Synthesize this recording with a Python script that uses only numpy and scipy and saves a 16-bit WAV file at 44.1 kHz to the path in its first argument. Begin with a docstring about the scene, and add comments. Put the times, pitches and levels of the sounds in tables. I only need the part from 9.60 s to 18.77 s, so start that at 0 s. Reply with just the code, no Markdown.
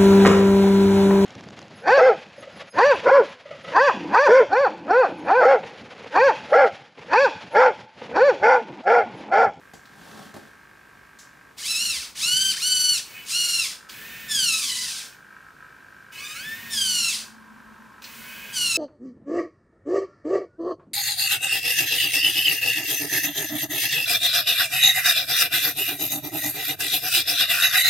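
"""A low buzz with a few soft scuffs and bumps, then bursts of whining and rasping: small servo motors
bend a walking robot's plastic leg on a wooden floor in a small room.
The gear whine rises and falls with the motor's speed, and pressed teeth add a bright rasp.
Between moves, about 50 control pulses a second kick the motors and make them buzz."""
import sys
import numpy as np
from scipy import signal
from scipy.fft import rfft, irfft
from scipy.io import wavfile
from scipy.ndimage import uniform_filter1d

SR = 44100
rng = np.random.default_rng(int(sys.argv[2]) if len(sys.argv) > 2 else 0)


def int16_out(signal):
    """Quantize to a 16-bit WAV file."""
    q = np.round(np.clip(np.atleast_2d(signal).T, -1, 1) * 32767)
    wavfile.write(sys.argv[1], SR, q.astype(np.int16))


N = 404397
TIME = np.arange(N) / SR

# Levels in the tables are relative: the functions turn each layer up or down.
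# Tone colours, or how strong each pitch is in a sound: pitch_hz, level_db
ROOM_COLOUR = [(25, -28), (55, 0.5), (80, -6), (133, -1), (250, -2), (666, -9), (1050, -4.5), (1600, -6.5),
               (2400, -12), (3200, -16), (6220, -21), (13200, -27), (14000, -23), (15500, -30)]
SCUFF_COLOUR = [(41, -39), (70, -18), (154, 2), (322, -4), (647, -12), (740, -4), (1010, -9), (1700, -9.5),
                (2220, -18), (3480, -14.5), (4260, -17), (15000, -29)]
BUMP_COLOUR = [(90, -8), (150, 1), (300, -3), (450, -7.5), (750, -4.5), (1000, -8.5), (1800, -20),
               (4000, -22), (12000, -28.5)]  # hollow and dull
CLACK_COLOUR = [(710, -71), (1200, -25), (1610, -2), (2060, -4), (4270, 6), (8390, -8.5), (9930, -19),
                (15000, -8)]
TICK_COLOUR = [(1470, -31), (2500, -12), (4320, -5.5), (7640, -1), (9150, -17), (10400, -10), (13400, -21),
               (15000, -21)]
UPRIGHT_BUZZ_COLOUR = [(800, -22), (969, -12), (1050, -15), (1140, -5), (1230, -14), (1350, -7), (1430, -9),
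                       (1520, -2), (1660, 2), (1760, -2), (1860, -11), (2480, -15), (2840, -24),
                       (3500, -32)]
BENT_BUZZ_COLOUR = [(470, -47), (800, -47), (911, -13), (1020, 1), (1140, -23), (1260, 3), (1470, 0.5),
                    (1560, 7), (1910, -5), (2000, -34), (2270, -10.5), (3020, -24), (3500, -41),
                    (4550, -65), (7700, -120)]
SHAKE_COLOUR = [(21, -28), (35, -10), (59, -1.5), (81, -13.5), (116, 1), (140, 6), (189, -7.5), (231, 0.5),
                (343, -12), (367, -18), (404, -28), (583, -37), (807, -26), (900, -29), (1170, -40),
                (1980, -120)]
BRUSH_COLOUR = [(400, -12), (535, -13), (809, -20), (943, -12), (1190, -14), (1500, -1.5), (2500, -7),
                (3310, -7), (5080, -12.5), (7000, -13), (10600, -17), (13900, -9), (15500, -6)]  # hiss of the motor's sliding contacts
RASP_COLOUR = [(530, -49), (900, -36.5), (1040, -10), (1230, -21.5), (1500, -19), (1670, -20),
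               (1980, -13.5), (2360, -9.5), (2960, -0.5), (3340, -0.5), (4890, 3.5), (7780, -1.5),
               (9080, 0.5), (12100, -11), (15500, -17.5)]
OVERTONE_COLOUR = [(3000, 3), (4500, 3.5), (6000, -2), (7600, -3), (9200, -6), (10800, -9), (12500, -16),
                   (15500, -38)]  # the gear whine's upper tones
# How much left and right differ: pitch_hz, side_level_db
STEREO_WIDTH = [(60, -21), (170, -14), (230, -8.5), (330, -5.5), (600, -2), (850, -3), (1100, -13),
                (1600, -17.5), (3000, -15), (5000, -18.5), (8000, -13), (11000, -32.5), (14000, -48)]
# Pitches at which parts ring: pitch_hz, width_hz (ringing() narrows it), level_db
FLOOR_RINGS = [(57.2, 24, -1)]
FRAME_RINGS = [(226.7, 53, 3), (1002, 390, 2.5)]
CASE_RINGS = [(1646, 42, -8.5), (2234, 73, -7), (2531, 205, -1.5), (2960, 110, -5.5)]

# The leg shifts its weight on the floor: start_s, length_s, level_db
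WEIGHT_SHIFTS = [(2.22, 0.16, -46.5), (7.08, 0.1504, -61)]
# Soft scuffs: start_s, length_s, rise_s, level_db
SCUFFS = [(0.231, 0.43, 0.25, -44), (0.736, 0.13, 0.013, -50.5)]
# Short knocks: start_s, level_db
BUMPS = [(0.137, -32), (0.545, -36), (0.592, -31), (0.626, -33), (0.741, -29), (0.764, -29)]
CLACKS = [(0.2558, -45), (1.9824, -30), (4.295, -30.5), (4.3144, -43), (8.4208, -36.5), (8.4413, -30.5)]  # loose gears snap into contact
TICKS = [(0.136, -27.5), (1.5883, -20.5), (1.6144, -43)]  # light plastic clicks

# The leg holds still, upright or bent, and buzzes: start_s, end_s, level_db
UPRIGHT_HOLDS = [(0.0, 1.92, -56)]
BENT_HOLDS = [(4.12, 4.3, -54.5), (5.3, 5.91, -54), (5.96, 6.54, -53), (7.6, 8.45, -56)]
# Pulses are even at rest and uneven while the leg sways: time_s, spread_db
PULSE_UNEVENNESS = [(1.45, .6), (1.55, 2), (5.95, 2), (6.1, .7), (6.55, .7), (7.6, 2.5)]
# Harder kicks of a holding servo, each moved to the nearest pulse: time_s, level_db
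HARD_KICKS = [(5.6466, -44), (5.7658, -27), (5.8461, -46), (5.8656, -30), (6.0247, -28), (6.0447, -43),
              (8.2222, -33)]

# Motor speed in each move, as gear teeth meeting per second: time_s, tooth_hz
MOVE_1 = [(1.97, 520), (2.03, 928), (2.086, 1321), (2.118, 1343), (2.148, 1277), (2.24, 1454),
          (2.318, 1330), (2.39, 952), (2.52, 228)]
MOVE_2 = [(2.551, 480), (2.627, 1278), (2.679, 1437), (2.815, 1549), (2.878, 1555), (2.915, 1525),
          (2.953, 520)]
MOVE_3 = [(2.96, 702), (3.025, 1402), (3.059, 1494), (3.12, 1502), (3.199, 1492), (3.329, 1478),
          (3.375, 1313), (3.429, 331)]
MOVE_4 = [(3.44, 600), (3.551, 1264), (3.646, 1050), (3.659, 700), (3.72, 1328), (3.77, 1440),
          (3.947, 1405), (4.0, 1365), (4.04, 1240), (4.09, 803), (4.171, 198.7)]
MOVE_5 = [(4.29, 898), (4.34, 1638), (4.45, 1816), (4.675, 1820), (4.733, 1717), (4.816, 1529),
          (4.922, 1297), (4.978, 1300), (5.11, 996.4), (5.25, 994), (5.43, 577.3), (5.56, 237.3)]
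MOVE_6 = [(6.52, 856), (6.628, 1183), (6.74, 1257), (6.86, 1742), (7.018, 1868), (7.12, 1814),
          (7.174, 1641), (7.27, 1518), (7.49, 1338), (7.57, 864), (7.68, 238.5)]
MOVE_7 = [(8.42, 855), (8.53, 1350), (8.6, 1463), (8.794, 1594), (8.94, 1615), (8.975, 1485), (9.18, 1293)]
MOVES = [MOVE_1, MOVE_2, MOVE_3, MOVE_4, MOVE_5, MOVE_6, MOVE_7]
# Faint tones of the rotor, the motor's spinning core: cycles_per_turn, level_db
ROTOR_TONES = [(4, -25), (6, -25), (9, -17), (11, -16), (13, -19), (14, -16), (15, -11), (17, -18),
               (21, -20), (66, -15), (79, -19)]
# The motor labours and its case rings harder: start_s, length_s, level_db
STRAINS = [(3.53, 0.071, -43.5), (6.52, 0.29, -45.5), (8.65, 0.29, -55)]
# Teeth under load, at cruising speed: start_s, length_s, hum_db, whine_db, overtone_db, rasp_db, shake_db
GEAR_LOADS = [(1.957, 0.59, -50, -30, -27.5, -24.5, -59), (2.534, 0.44, -42, -26, -26, -22.5, -50.5),
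              (2.967, 0.43, -45.5, -29, -23, -25, -58.5), (3.646, 0.61, -45.5, -29.5, -28.5, -22.5, -60),
              (4.679, 0.269, -40.5, -26, -25.5, -21.5, -50), (4.924, 0.54, -44.5, -34.5, -30, -21, -54.5),
              (6.506, 0.29, -42, -42, -41, -39.5, -62), (6.725, 0.21, -43, -44, -51, -43.5, -58),
              (7.095, 0.524, -44.5, -30, -28, -22.5, -54), (8.924, 0.3, -43.5, -26.5, -29, -22.5, -51)]
# Gears with no load, at cruising speed: hum_db, whine_db, overtone_db, rasp_db, shake_db
SLACK_LEVELS = [-54.5, -60.5, -67.5, -51, -59]

CONTROL_HZ, FIRST_PULSE_S = 50.08, 0.0146
CRUISE_HZ, TEETH_PER_TURN = 1500, 10  # usual tooth rate; teeth on the motor's own gear
BITE_S, SETTLE_S, LET_GO_DB_PER_S = 0.039, 0.095, 450  # under load the rasp comes before the tones


def from_db(db):
    """Turn decibels into a number to multiply a sound by."""
    return 10 ** (np.asarray(db) / 20)


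def unit_level(x):
    """Scale a signal to an average power of 1."""
    return x / np.sqrt(np.mean(np.abs(x) ** 2) + 1e-20)


def at_time(points, t=TIME):
    """Read a curve at the times t."""
    return np.interp(t, *np.transpose(points))


def at_pitch(points, hz):
    """Read a tone colour at the pitches hz, with octaves evenly spaced."""
    pitch_hz, level_db = np.transpose(points)
    return np.interp(np.log(np.maximum(hz, 1)), np.log(pitch_hz), level_db)


def during(start, end):
    """1 from start to end and 0 outside, with 10 ms fades."""
    return np.clip(np.minimum(TIME - start, end - TIME) / .01 + .5, 0, 1)


def swell(start, length, rise_s, fade_db_per_s, t=TIME):
    """A level that rises, holds and fades."""
    rise = np.clip((t - start) / rise_s, 0, 1)
    return rise * from_db(-fade_db_per_s * np.clip(t - start - length, 0, 1))


def pressing(rows):
    """A push that builds up, holds and lets go, once for each row."""
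    return sum(from_db(db) * swell(start, length, BITE_S, LET_GO_DB_PER_S) for start, length, db in rows)


def drift(rate_hz, count=N):
    """A smooth random wobble of typical size 1."""
    keep = np.exp(-2 * np.pi * rate_hz / SR)
    warm_up = SR // 10
    wobble = signal.lfilter([1], [1, -2 * keep, keep * keep], rng.standard_normal(count + warm_up))
    return unit_level(wobble[warm_up:])


def colour(x, spectrum):
    """Give a sound a tone colour, dropping steeply outside the table's pitches."""
    size = 8192
    hz = np.maximum(np.fft.rfftfreq(size, 1 / SR), 1)
    octaves_outside = np.abs(np.log2(hz / np.clip(hz, spectrum[0][0], spectrum[-1][0])))
    gain = from_db(at_pitch(spectrum, hz) - 20 * np.minimum(octaves_outside, 2))
    # build a filter that rings only after a hit, never before (minimum phase)
    cepstrum = irfft(np.log(gain))
    one_sided = 2 * cepstrum[:size // 2] * (np.arange(size // 2) > 0)
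    response = irfft(np.exp(rfft(one_sided, size)))
    return signal.oaconvolve(x, response / np.linalg.norm(response))[:N]


def noise(spectrum):
    """Steady noise with a tone colour."""
    return colour(rng.standard_normal(N), spectrum)


def ringing(rings):
    """Tiny random pushes keep a part ringing at its own pitches."""
    sound = 0
    for hz, width, db in rings:
        peak = signal.iirpeak(hz, hz / width / 0.54, fs=SR)
        filtered = signal.lfilter(*peak, rng.standard_normal(N))
        sound += from_db(db) * unit_level(signal.lfilter(*peak, filtered))
    return sound


def strikes(events, spectrum, fade_s, crack=4.4):
    """Each knock is a sharp hit and a rattle that falls 60 dB in fade_s."""
    force = np.zeros(N)
    for start, level_db in events:
        at = int(start * SR)
        age = TIME[at:at + SR // 2] - start
        force[at:at + len(age)] += from_db(level_db - 60 * age / fade_s) * rng.standard_normal(len(age))
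        force[at] += crack * from_db(level_db)
    return colour(force, spectrum)


def room_tone(level_db):
    """The faint, steady rumble and hiss of the room."""
    return from_db(level_db) * noise(ROOM_COLOUR)


def echo_tail(fade_s):
    """A crowd of echoes that falls 60 dB in fade_s."""
    t = TIME[:SR // 2]
    tail = rng.standard_normal(len(t)) * from_db(-60 * t / fade_s) * (t > .003)
    return tail / np.linalg.norm(tail)


def room_echoes(x, fade_s):
    """The sound that floor and walls send back."""
    return signal.oaconvolve(x, echo_tail(fade_s))[:N]


def stereo(x, fade_s):
    """Left and right differ only by echoes arriving from the sides."""
    width = from_db(at_pitch(STEREO_WIDTH, np.fft.rfftfreq(SR, 1 / SR)))
    side_tail = irfft(rfft(echo_tail(fade_s), SR) * width)[:SR // 2]
    side = signal.oaconvolve(x, side_tail)[:N]
    return np.array([x + side, x - side])


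def floor_boom():
    """The boards boom faintly as the leg shifts its weight."""
    return pressing(WEIGHT_SHIFTS) * ringing(FLOOR_RINGS)


def frame_drone(start_s, end_s, level_db):
    """Trembling servos keep the strained frame ringing."""
    return during(start_s, end_s) * from_db(level_db) * ringing(FRAME_RINGS)


def scuffs_and_knocks():
    """Rubbing makes soft swells of noise; brief hits make bumps, clacks and ticks."""
    rubbing = sum(from_db(db) * swell(start, length, rise_s, fade_db_per_s=160)
                  for start, length, rise_s, db in SCUFFS)
    scuffs = rubbing * from_db(-4.5 + 1.5 * drift(46)) * noise(SCUFF_COLOUR)
    bumps = from_db(-8.5) * strikes(BUMPS, BUMP_COLOUR, fade_s=0.08)
    clacks = from_db(-6) * strikes(CLACKS, CLACK_COLOUR, fade_s=0.085, crack=2.8)
    ticks = from_db(-25.5) * strikes(TICKS, TICK_COLOUR, fade_s=0.27)
    return scuffs + bumps + clacks + ticks


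def holding_buzz(holds, spectrum, others, gap_s, rattle, rattle_s):
    """Each pulse kicks one stalled motor, then two others more weakly; their gears rattle briefly."""
    spread_db = at_time(PULSE_UNEVENNESS)
    pulses_s = np.arange(FIRST_PULSE_S, TIME[-1] - 1 / CONTROL_HZ, 1 / CONTROL_HZ)
    kicks = np.zeros(N)
    for servo, strength in enumerate([1, others, others]):
        at = (pulses_s * SR).astype(int) + int(servo * gap_s * SR)
        kicks[at] += strength * from_db(spread_db[at] * rng.standard_normal(len(at)))
    kick_tails = signal.lfilter([1], [1, -np.exp(-1 / (rattle_s * SR))], kicks)
    chatter = rattle * kick_tails * rng.standard_normal(N)
    level = sum(during(start, end) * from_db(db) for start, end, db in holds)
    return level * unit_level(colour(kicks + chatter, spectrum))


def servo_buzz():
    """Servos buzz as they hold the leg still, with a few harder kicks."""
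    upright = holding_buzz(UPRIGHT_HOLDS, UPRIGHT_BUZZ_COLOUR,
                           others=.35, gap_s=.00318, rattle=.01, rattle_s=.006)
    bent = holding_buzz(BENT_HOLDS, BENT_BUZZ_COLOUR, others=.25, gap_s=.0013, rattle=.028, rattle_s=.009)
    kicks = np.zeros(N)
    for time_s, level_db in HARD_KICKS:
        pulse = round((time_s - FIRST_PULSE_S) * CONTROL_HZ)
        kicks[int((FIRST_PULSE_S + pulse / CONTROL_HZ) * SR)] = from_db(level_db + 3.5)
    return upright + from_db(1) * bent + colour(kicks, BENT_BUZZ_COLOUR)


def motor_hiss(running):
    """The motor's brushes hiss and its case rings, harder when it labours."""
    brushes = running * from_db(1.5) * noise(BRUSH_COLOUR)
    case = (running * from_db(-5) + pressing(STRAINS)) * ringing(CASE_RINGS)
    return brushes + case


def rotor_tones(rotor_angle):
    """Contacts and bearings repeat their sound every turn, making wavering tones."""
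    tones = 0
    for cycles, db in ROTOR_TONES:
        waver = 1 + 0.6 * drift(29, len(rotor_angle))
        tones += from_db(db) * waver * np.sin(cycles * rotor_angle + rng.uniform(0, 2 * np.pi))
    return tones


def gear_levels(t, tooth_hz):
    """Hum, whine, overtones, rasp and shake in dB: faint when slack, louder with load and speed."""
    rises_s = np.array([BITE_S, SETTLE_S, SETTLE_S, BITE_S, SETTLE_S])[:, None]
    power = from_db(SLACK_LEVELS)[:, None] ** 2
    for start, length, *levels_db in GEAR_LOADS:
        load = swell(start, length, rises_s, LET_GO_DB_PER_S, t)
        power = power + (from_db(levels_db)[:, None] * load) ** 2
    hum, whine, overtone, rasp, shake = 10 * np.log10(power)
    octaves = np.log2(tooth_hz / CRUISE_HZ)  # one octave is a doubling of speed
    capped_octaves = np.minimum(octaves, 0)  # stops growing at cruising speed
    # quick speed changes make the teeth chatter: less tone, a little more rasp
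    octaves_per_s = np.abs(np.gradient(octaves)) * SR
    chatter_db = uniform_filter1d(np.minimum(0.7 * octaves_per_s, 6), size=800)
    return (hum + 27.5 * octaves - chatter_db,
            whine + 19 * capped_octaves - chatter_db,
            overtone + 14 * capped_octaves - chatter_db,
            rasp + 11 * capped_octaves + 0.22 * chatter_db,
            shake + 9.5 * octaves)


def tooth_rasp(tooth_angle, tooth_hz, rasp_db):
    """Pressed teeth scrape alike, so noise gathers near the gear tones; slow or slack ones just hiss."""
    count = len(tooth_angle)
    pitched = sum(drift(55.4 * (k + 1), count) * np.sin(k * tooth_angle) for k in range(1, 14))
    looseness = np.maximum((1350 - tooth_hz) / 700, (-32 - rasp_db) / 20)
    hiss_share = np.clip(.23 + looseness, .23, .9)
    hiss = np.sqrt(hiss_share) * rng.standard_normal(count)
    scrape = np.sqrt(1 - hiss_share) * unit_level(pitched) + hiss
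    easing_db = np.interp(tooth_hz, [1350, 1500], [0, -2])  # fast teeth roll more and scrape less
    return from_db(rasp_db + easing_db - 5) * scrape


def gear_whine(tooth_angle, tooth_hz, hum_db, whine_db, overtone_db):
    """Meeting teeth hum, whine an octave higher and add overtones; slow gears slip and grind."""
    count = len(tooth_angle)
    slowness = np.clip((1450 - tooth_hz) / 350, 0, 1)
    slip = (0.011 + 0.31 * slowness) * drift(110, count)
    off_centre = 0.018 * np.sin(tooth_angle / TEETH_PER_TURN)  # the motor's gear wobbles once a turn
    angle = tooth_angle + slip + off_centre
    tones = from_db(hum_db + 0.5) * np.sin(angle)
    for k in range(2, 11):
        level_db = whine_db + 2 if k == 2 else overtone_db - 4.5 + at_pitch(OVERTONE_COLOUR, k * tooth_hz)
        roughness = 0.47 * drift(92, count)
        flutter = 0.22 * drift(17, count)
        grind = 1 + (.5 + slowness) * (roughness + flutter)
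        tones += from_db(level_db) * grind * np.sin(k * angle)
    return np.sqrt(2) * tones


def servo_moves():
    """In each move the gears whine and rasp, the motor hisses and the frame shakes: (tones, noises)."""
    tones, rasp, running, shake = np.zeros((4, N))
    for move in MOVES:
        powered = during(move[0][0], move[-1][0])
        on = powered > 0
        t, fade = TIME[on], powered[on]
        tooth_hz = at_time(move, t)
        hum_db, whine_db, overtone_db, rasp_db, shake_db = gear_levels(t, tooth_hz)
        motor_db = -46 + 5.5 * np.log2(tooth_hz / CRUISE_HZ)
        wander = 1 + 0.001377 * drift(19.8, len(t))
        tooth_angle = 2 * np.pi * np.cumsum(tooth_hz * wander) / SR  # one cycle per tooth
        rotor_angle = tooth_angle / TEETH_PER_TURN
        pressure = fade * (1 + 0.2 * np.sin(tooth_angle / 66))  # the next gear binds every 66 teeth
        tones[on] += pressure * gear_whine(tooth_angle, tooth_hz, hum_db, whine_db, overtone_db)
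        tones[on] += fade * from_db(motor_db + 0.5) * rotor_tones(rotor_angle)
        # the unbalanced rotor rocks the frame once a turn
        tones[on] += fade * from_db(shake_db - 7) * np.sin(rotor_angle)
        rasp[on] += pressure * tooth_rasp(tooth_angle, tooth_hz, rasp_db)
        running[on] += fade * from_db(motor_db)
        shake[on] += fade * from_db(shake_db)
    grain = from_db(0.5 * drift(130))
    scraping = colour(rasp * grain, RASP_COLOUR)
    return tones, scraping + motor_hiss(running) + shake * noise(SHAKE_COLOUR)


def scene():
    """The moving, buzzing leg and the room around it, in stereo."""
    tones, noises = servo_moves()
    buzz = servo_buzz()
    body = frame_drone(start_s=7.0, end_s=9.2, level_db=-60) + floor_boom() + scuffs_and_knocks()
    to_walls = from_db(-8) * tones + from_db(-4) * (noises + body) + from_db(-0.5) * buzz
    echoes = room_echoes(to_walls, fade_s=0.35)
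    return stereo(tones + noises + buzz + body + echoes + room_tone(level_db=-55), fade_s=0.11)


def record(dry):
    """Cut away the highest treble, above 15600 Hz."""
    return signal.sosfilt(signal.ellip(12, .1, 80, 15600, fs=SR, output="sos"), dry)


dry = scene()
out = record(dry)
int16_out(out)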